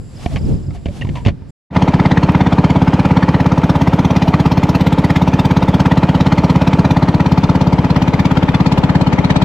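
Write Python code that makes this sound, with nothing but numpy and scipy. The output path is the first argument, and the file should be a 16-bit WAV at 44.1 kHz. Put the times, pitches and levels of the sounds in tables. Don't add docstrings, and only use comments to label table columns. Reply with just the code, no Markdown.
import sys
import numpy as np
from scipy import signal
from scipy.fft import rfft, irfft
from scipy.io import wavfile
from scipy.ndimage import uniform_filter1d, map_coordinates

SR = 44100
rng = np.random.default_rng(int(sys.argv[2]) if len(sys.argv) > 2 else 0)


def generate_wav(signal):
    frames = np.transpose(np.atleast_2d(signal))
    scaled = np.clip(frames, -1, 1) * 32767
    pcm = np.round(scaled).astype(np.int16)
    wavfile.write(sys.argv[1], SR, pcm)


N = 416304
T = np.arange(N) / SR

# time in seconds, gain of the knock, boom and roar in dB,
# rasp level in dB, hiss level in dB, sizzle level in dB.
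ENGINE_LEVELS = [(1.75, 1.3, -26, -39, -82), (3.6, 0.5, -30, -36, -59), (4.9, -0.1, -30, -33.5, -55.5),
                 (6.0, 0.95, -27, -34, -59), (7.5, 0.24, -32.5, -36, -57.5), (8.4, -0.6, -30, -36.7, -59.5),
                 (9.44, -0.3, -31.5, -37, -62)]
# frequency in Hz, relative strength in dB per Hz.
CLATTER_SPECTRUM = [(20, -12), (50, -3), (100, 2), (180, 5), (300, 2), (400, -7.5), (600, -2), (750, -9),
                    (930, -5.5), (1100, -9), (1700, -15), (2450, -16.5), (4000, -27.5), (7000, -38.5),
                    (15000, -64)]


def engine():
    # time in seconds, firings per second.
    speed_curve = [(1.7, 17.156), (2.62, 17.001), (2.81, 17.134), (3.57, 17.122), (3.77, 16.674),
                   (4.09, 17.539), (4.41, 16.66), (4.51, 17.219), (5.06, 16.96), (5.14, 17.166),
                   (6.24, 17.255), (6.44, 16.933), (6.63, 17.271), (6.87, 16.896), (7.17, 17.102),
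                   (9.44, 17.172)]
    # time in seconds, left minus right in dB.
    bearing = [(0, 0), (6.7, 0), (7.2, 1.06), (8.2, 1.6), (9.44, 3)]
    first_firing_s = 1.76
    speed, = in_time(speed_curve)
    left_db, = in_time(bearing)
    boom_db = in_time(ENGINE_LEVELS)[0]
    cycle = np.cumsum(speed) / SR
    cycle = cycle - np.interp(first_firing_s, T, cycle)
    fired = cycle - 0.00058 * speed

    blows = from_db(boom_db) * (hull_knock(fired) + exhaust_boom(fired, speed))
    shake = from_db(-34.5) * np.sin(2 * np.pi * 2 * cycle)
    taps = valve_gear(cycle, speed)
    loose = from_db(-23.5) * clatter(cycle, ticks_per_s=500, tick_share=0.53, tin_db=-24)
    gas = gas_noise(cycle, speed, width=0.45 * left_db)
    side = from_db(-38.5) * left_db * colour(rng.standard_normal(N), CLATTER_SPECTRUM)
    scattered = side * np.array([[1], [-1]])

    left, right = blows + shake + taps + loose + gas + hollow_swell() + scattered
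    left = np.interp(T - 1.2e-5 * left_db, T, left)
    return np.array([left, right]) * from_db(left_db * [[.5], [-.5]])


def hull_knock(fired):
    # pitch in Hz, width in Hz (wider dies sooner), swing (negative = inwards first).
    block_modes = [(261, 44.7, -0.4), (302.8, 15.5, -0.063), (410.2, 11.2, -0.0166), (580, 49, -0.037),
                   (723, 120, -0.073), (825, 86, -0.13), (873.6, 18, -0.018), (942.3, 105, 0.12),
                   (976, 30, 0.032), (1234, 177, 0.072)]
    # pitch in Hz, width in Hz, swing.
    hull_modes = [(289, 50, -0.041), (640, 90, -.04), (770, 97, -0.12)]
    # time in seconds, gain in dB.
    hull_level = [(1.7, 1.5), (2.7, -2.5), (3.5, -12), (5, -20), (9.44, -20.5)]
    combustion = stroke(fired, spread_db=0.12)
    hull_gain = from_db(in_time(hull_level)[0])
    return ring(combustion, block_modes) + hull_gain * ring(combustion, hull_modes)


def exhaust_boom(fired, speed):
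    # pitch in Hz, width in Hz, swing.
    pipe_modes = [(74.8, 40.5, 0.2), (160.2, 81, -0.88), (187.4, 12.1, -0.048), (360.3, 12, -0.012),
                  (493, 110, 0.046)]
    lag_s = 0.00818
    return ring(stroke(fired - lag_s * speed, spread_db=0.66), pipe_modes)


def gas_noise(cycle, speed, width):
    # frequency in Hz, relative strength in dB per Hz.
    roar_spectrum = [(70, -8), (170, 6), (310, -1), (400, -3.5), (520, 1), (700, -0.5), (900, -4),
                     (1150, -13), (2000, -32)]
    # frequency in Hz, relative strength in dB per Hz.
    rasp_spectrum = [(500, -9), (900, -7.5), (1100, -5), (1350, -4), (1700, -10), (2100, -6), (2600, -17),
                     (3500, -16.5), (6000, -42.5)]
    hiss_spectrum = [(1410, -30.5), (2400, -1.5), (2850, -9), (3220, -5), (4270, -6), (4970, -11),
                     (6420, -16), (8120, -26), (11500, -35.5), (15000, -69.5), (22000, -120)]
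    sizzle_spectrum = [(8000, -25), (10000, -9), (11500, -16.5), (12600, 0), (13800, -7), (15200, -8)]
    boom_db, rasp_db, hiss_db, sizzle_db = in_time(ENGINE_LEVELS)
    roar_db = -24 + boom_db

    roar = from_db(roar_db) * noise(roar_spectrum, 0.31 * width)
    roar = roar * puff(cycle, speed, lag_s=0.006, rise_s=0.015, fall_s=0.026, spread_db=0.6)
    rasp = from_db(rasp_db) * noise(rasp_spectrum, width)
    rasp = rasp * puff(cycle, speed, lag_s=0.0072, rise_s=0.0062, fall_s=0.0064, spread_db=1.0)
    hiss = from_db(hiss_db) * noise(hiss_spectrum, width)
    hiss = hiss * puff(cycle, speed, lag_s=0.0072, rise_s=0.0037, fall_s=0.0088, spread_db=1.85)
    sizzle = from_db(sizzle_db) * noise(sizzle_spectrum, 0.71)
    sizzle = sizzle * puff(cycle, speed, lag_s=0.0096, rise_s=.004, fall_s=.007, spread_db=1.2)
    sizzle = sizzle * from_db([[3.5], [-6]])
    return roar + knotted(rasp + hiss + sizzle, knot_db=4.0, width_hz=190.3, last_s=.07)


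def valve_gear(cycle, speed):
    # seconds after firing (negative = before), strength.
    taps = [(-.0075, .4), (-.001, .6), (.0245, 1.0), (.036, .35), (.047, .4)]
    # pitch in Hz, width in Hz, swing.
    rocker_modes = [(462.4, 90, 0.057), (576, 190, -0.038), (900, 85, 0.047), (1136, 265, 0.052),
                    (1422, 140, -0.0094)]
    force = sum(strength * stroke(cycle - s * speed, spread_db=2.5) for s, strength in taps)
    return ring(force, rocker_modes)


def clatter(cycle, ticks_per_s, tick_share, tin_db):
    # pitch in Hz, width in Hz, relative swing.
    tin_modes = [(2467, 74, 0.98), (3140, 49, 0.58)]
    ticks = rms_one((rng.random(N) < ticks_per_s / SR) * rng.standard_normal(N))
    force = tick_share * ticks + rng.standard_normal(N)
    tin = from_db(tin_db) * rms_one(ring(force, tin_modes))
    swell = 1 + 0.074 * np.cos(2 * np.pi * (cycle + 0.13))
    return swell * (colour(force, CLATTER_SPECTRUM) + tin)


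def hollow_swell():
    # peak time in seconds, rise in seconds, fall in seconds, level in dB.
    swell_events = [(4.265, 0.037, 0.034, -24)]
    # frequency in Hz, relative strength in dB per Hz.
    swell_spectrum = [(560, -28), (670, -2), (720, -3), (770, 1), (860, -29)]
    return surges(swell_events) * colour(rng.standard_normal(N), swell_spectrum)


def field():
    return steps(ring_q=11) + straw() + insects() + wind() + open_air()


def steps(ring_q):
    # start in seconds, length of the snapping in seconds, crunch peak level in dB,
    # thud gain in dB, pitch of the woody ring in Hz, peak level of that ring in dB.
    step_events = [(0.26, 0.0035, -19.5, -8.5, 700, -27), (0.311, 0.0072, -43, -37, 650, -33),
                   (0.359, 0.011, -24.5, -13, 1140, -34), (0.706, .006, -43, -33, 1310, -47),
                   (0.748, 0.024, -41, -36, 680, -42), (0.857, 0.0084, -25, -11, 664, -36),
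                   (0.884, .005, -37, -16, 580, -32), (1.011, 0.014, -33, -19, 2790, -30),
                   (1.019, 0.0056, -31, -30, 1880, -26.5), (1.047, 0.0056, -37, -15, 980, -35),
                   (1.069, 0.007, -35, -19, 800, -43), (1.089, 0.0084, -34, -15, 2000, -48),
                   (1.153, 0.03, -29, -30, 950, -31), (1.25, 0.0074, -27, -23, 2720, -30),
                   (1.262, 0.016, -18, -0.5, 564, -27), (1.281, 0.011, -25, -5.5, 1480, -35),
                   (1.419, 0.002, -56, -25.5, 900, -50)]
    # pitch in Hz, width in Hz, relative swing.
    crunch_modes = [(650, 330, 0.34), (1110, 260, -0.056), (1830, 470, 0.18), (2240, 350, -0.16),
                    (2790, 1100, 0.29), (3660, 800, -0.076), (4380, 600, 0.076), (6050, 2900, -0.085)]
    # pitch in Hz, width in Hz, swing.
    thud_modes = [(85, 78, 0.8), (215, 137, -0.58), (374, 320, 0.35)]
    out = np.zeros((2, N))
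    t = T[:SR // 5]
    for s, length_s, crunch_db, thud_db, ring_hz, ring_db in step_events:
        fading = np.exp(-(t / max(length_s, .002)) ** 1.18)
        snaps = rng.standard_normal(len(t)) * (rng.random(len(t)) < 7000 / SR) * fading
        crunch = from_db(crunch_db) * top_one(ring(snaps, crunch_modes))
        wood = from_db(ring_db) * top_one(ring(snaps, [(ring_hz, ring_hz / ring_q, 1)]))
        thud = from_db(thud_db) * ring(1.0 * (t == 0), thud_modes)
        start = round(s * SR)
        out[:, start:start + len(t)] += (crunch + wood) * from_db([[.5], [-.5]])
        out[:, start:start + len(t)] += thud * from_db([[-2.5], [2.5]])
    return out


def straw():
    # peak time in seconds, rise in seconds, fall in seconds, level in dB.
    brush_events = [(.235, .06, 0.064, -37.5), (.335, 0.038, 0.038, -37), (.49, 0.083, 0.094, -42),
                    (.755, .025, .02, -43.5), (.97, 0.064, 0.07, -40), (1.17, 0.048, 0.032, -42),
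                    (1.27, 0.022, .015, -43)]
    # frequency in Hz, relative strength in dB per Hz.
    straw_spectrum = [(300, 8.5), (800, 8.5), (1400, -2), (3000, -1.5), (6000, -6.5), (9000, -12.5),
                      (11000, -14), (14000, -33.5), (16000, -30)]
    stirring_db = -62
    return np.hypot(from_db(stirring_db), surges(brush_events)) * noise(straw_spectrum, 0.51)


def insects():
    # time in seconds, level in dB.
    insect_level = [(0, -56.5), (.5, -57.5), (.8, -63), (1.25, -60.5), (1.32, -74), (1.46, -78),
                    (1.5, -58.5)]
    # frequency in Hz, relative strength in dB per Hz.
    insect_spectrum = [(3800, -36), (4600, -8), (5000, -5), (5600, -22), (6700, -17), (7350, 0.5),
                       (7800, -3), (8400, -22.5), (10500, -10.5), (12000, -28.5)]
    insect_db, = in_time(insect_level)
    hiss = from_db(insect_db) * noise(insect_spectrum, .5)
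    return hiss + chirps(top_hz=5500, bottom_hz=4550, length_s=0.025)


def chirps(top_hz, bottom_hz, length_s):
    # start in seconds, number of notes, level in dB.
    phrases = [(.16, 3, -45), (.377, 3, -45), (.524, 2, -50.5), (.624, 3, -53)]
    gap_s = .0345
    out = np.zeros(N)
    t = T[:int(length_s * SR)]
    note = signal.chirp(t, top_hz, length_s, bottom_hz) * np.sin(np.pi * t / length_s)
    for s, notes, db in phrases:
        for k in range(round(notes)):
            start = int((s + k * gap_s) * SR)
            out[start:start + len(t)] += from_db(db) * note
    flutter = rms_one(uniform_filter1d(rng.standard_normal(N), size=80))
    return out * (1 + 0.46 * flutter)


def wind():
    # peak time in seconds, rise in seconds, fall in seconds, rumble level in dB.
    gust_events = [(.005, .02, 0.033, -27), (.345, 0.016, .035, -17), (.52, 0.11, 0.057, -12),
                   (.69, 0.029, 0.075, -21.5), (.88, 0.016, 0.044, -23), (1.1, 0.11, 0.11, -21),
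                   (1.275, 0.023, 0.033, -14)]
    # frequency in Hz, relative strength in dB per Hz.
    rumble_spectrum = [(15, -9), (35, 1), (70, 2), (110, 2.5), (160, -2.5), (300, -50)]
    buffet_spectrum = [(80, -15.5), (140, 6.5), (220, 1), (340, -8.5), (500, -17), (800, -29), (1500, -43)]
    breeze_db, buffet_db = -35.5, -41.5
    buffet_growth = 1.186
    flow = np.hypot(1, surges(gust_events) / from_db(breeze_db))
    rumble = from_db(breeze_db) * flow * noise(rumble_spectrum, 0.51)
    buffet = from_db(buffet_db) * flow ** buffet_growth * noise(buffet_spectrum, 0.66)
    return rumble + buffet * from_db([[-1.5], [1.5]])


def open_air():
    # frequency in Hz, relative strength in dB per Hz.
    air_spectrum = [(200, 15), (500, 7), (900, -2.5), (1500, -4), (3300, -14.5), (5000, -13.5), (7000, -32),
                    (12000, -40)]
    return from_db(-48.5) * noise(air_spectrum, 0.44)


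def stroke(cycle, spread_db):
    clicks = np.diff(np.floor(cycle), prepend=np.floor(cycle[0]))
    return clicks * per_firing(cycle, spread_db)


def puff(cycle, speed, lag_s, rise_s, fall_s, spread_db):
    shifted = cycle - lag_s * speed + .5
    since = (shifted % 1 - .5) / speed
    flow = np.exp(np.where(since < 0, since / rise_s, -since / fall_s))
    return rms_one(flow * per_firing(shifted, spread_db))


def per_firing(cycle, spread_db):
    turn = np.floor(cycle).astype(int)
    gains = from_db(spread_db * np.clip(rng.standard_normal(256), -2, 2))
    return gains[turn % 256]


def ring(force, modes):
    t = T[:SR // 5]
    response = np.zeros(len(t))
    for hz, width, swing in modes:
        swell = np.pi * width * t * np.exp(1 - np.pi * width * t)
        response += swing * swell * np.sin(2 * np.pi * hz * t)
    return signal.oaconvolve(force, response)[:len(force)]


def knotted(x, knot_db, width_hz, last_s):
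    hz, s, bins = signal.stft(x, SR, nperseg=512)
    chance = np.clip(rng.standard_normal((256, 512)), -2, 2)
    places = np.meshgrid(hz / width_hz, s / last_s, indexing="ij")
    knots = map_coordinates(chance, places, order=1, mode="wrap")
    gain = rms_one(from_db(knot_db * rms_one(knots)))
    return signal.istft(bins * gain, SR, nperseg=512)[1][..., :N]


def surges(rows):
    power = np.zeros(N)
    for s, rise_s, fall_s, db in rows:
        distance = np.abs((T - s) / np.where(T < s, rise_s, fall_s))
        power += (from_db(db) * np.exp(-np.minimum(distance, 30) ** 0.9)) ** 2
    return np.sqrt(power)


def noise(spectrum, width):
    mid, side = colour(rng.standard_normal((2, N)), spectrum)
    return mid + width * side * np.array([[1], [-1]])


def colour(x, spectrum):
    hz, db = np.transpose(spectrum)
    bins = np.maximum(np.arange(N // 2 + 1) * SR / N, 1)
    bin_db = np.interp(np.log(bins), np.log(hz), db, left=db[0] - 20.5, right=db[-1] - 26.5)
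    return rms_one(irfft(rfft(x) * from_db(bin_db), N))


def in_time(rows):
    s, *columns = np.transpose(rows)
    return [np.interp(T, s, c) for c in columns]


def from_db(db):
    return 10 ** (np.asarray(db) / 20)


def rms_one(x):
    return x / np.sqrt(np.mean(x ** 2) + 1e-20)


def top_one(x):
    return x / np.sqrt(uniform_filter1d(x ** 2, size=256).max() + 1e-20)


def scene():
    field_ends_s, boat_starts_s = 1.508, 1.70
    afloat = np.clip((T - boat_starts_s) / 0.057, 0, 1) ** 1.86
    on_land = np.clip((field_ends_s - T) / .003, 0, 1)
    return afloat * engine() + on_land * field()


def record(dry):
    cutoff_hz = 15445
    rounded = dry / (1 + np.abs(dry) ** 20) ** (1 / 20)
    treble_cut = signal.ellip(10, .03, 90, cutoff_hz, fs=SR, output="sos")
    return signal.sosfilt(treble_cut, rounded)


dry = scene()
out = record(dry)
generate_wav(out)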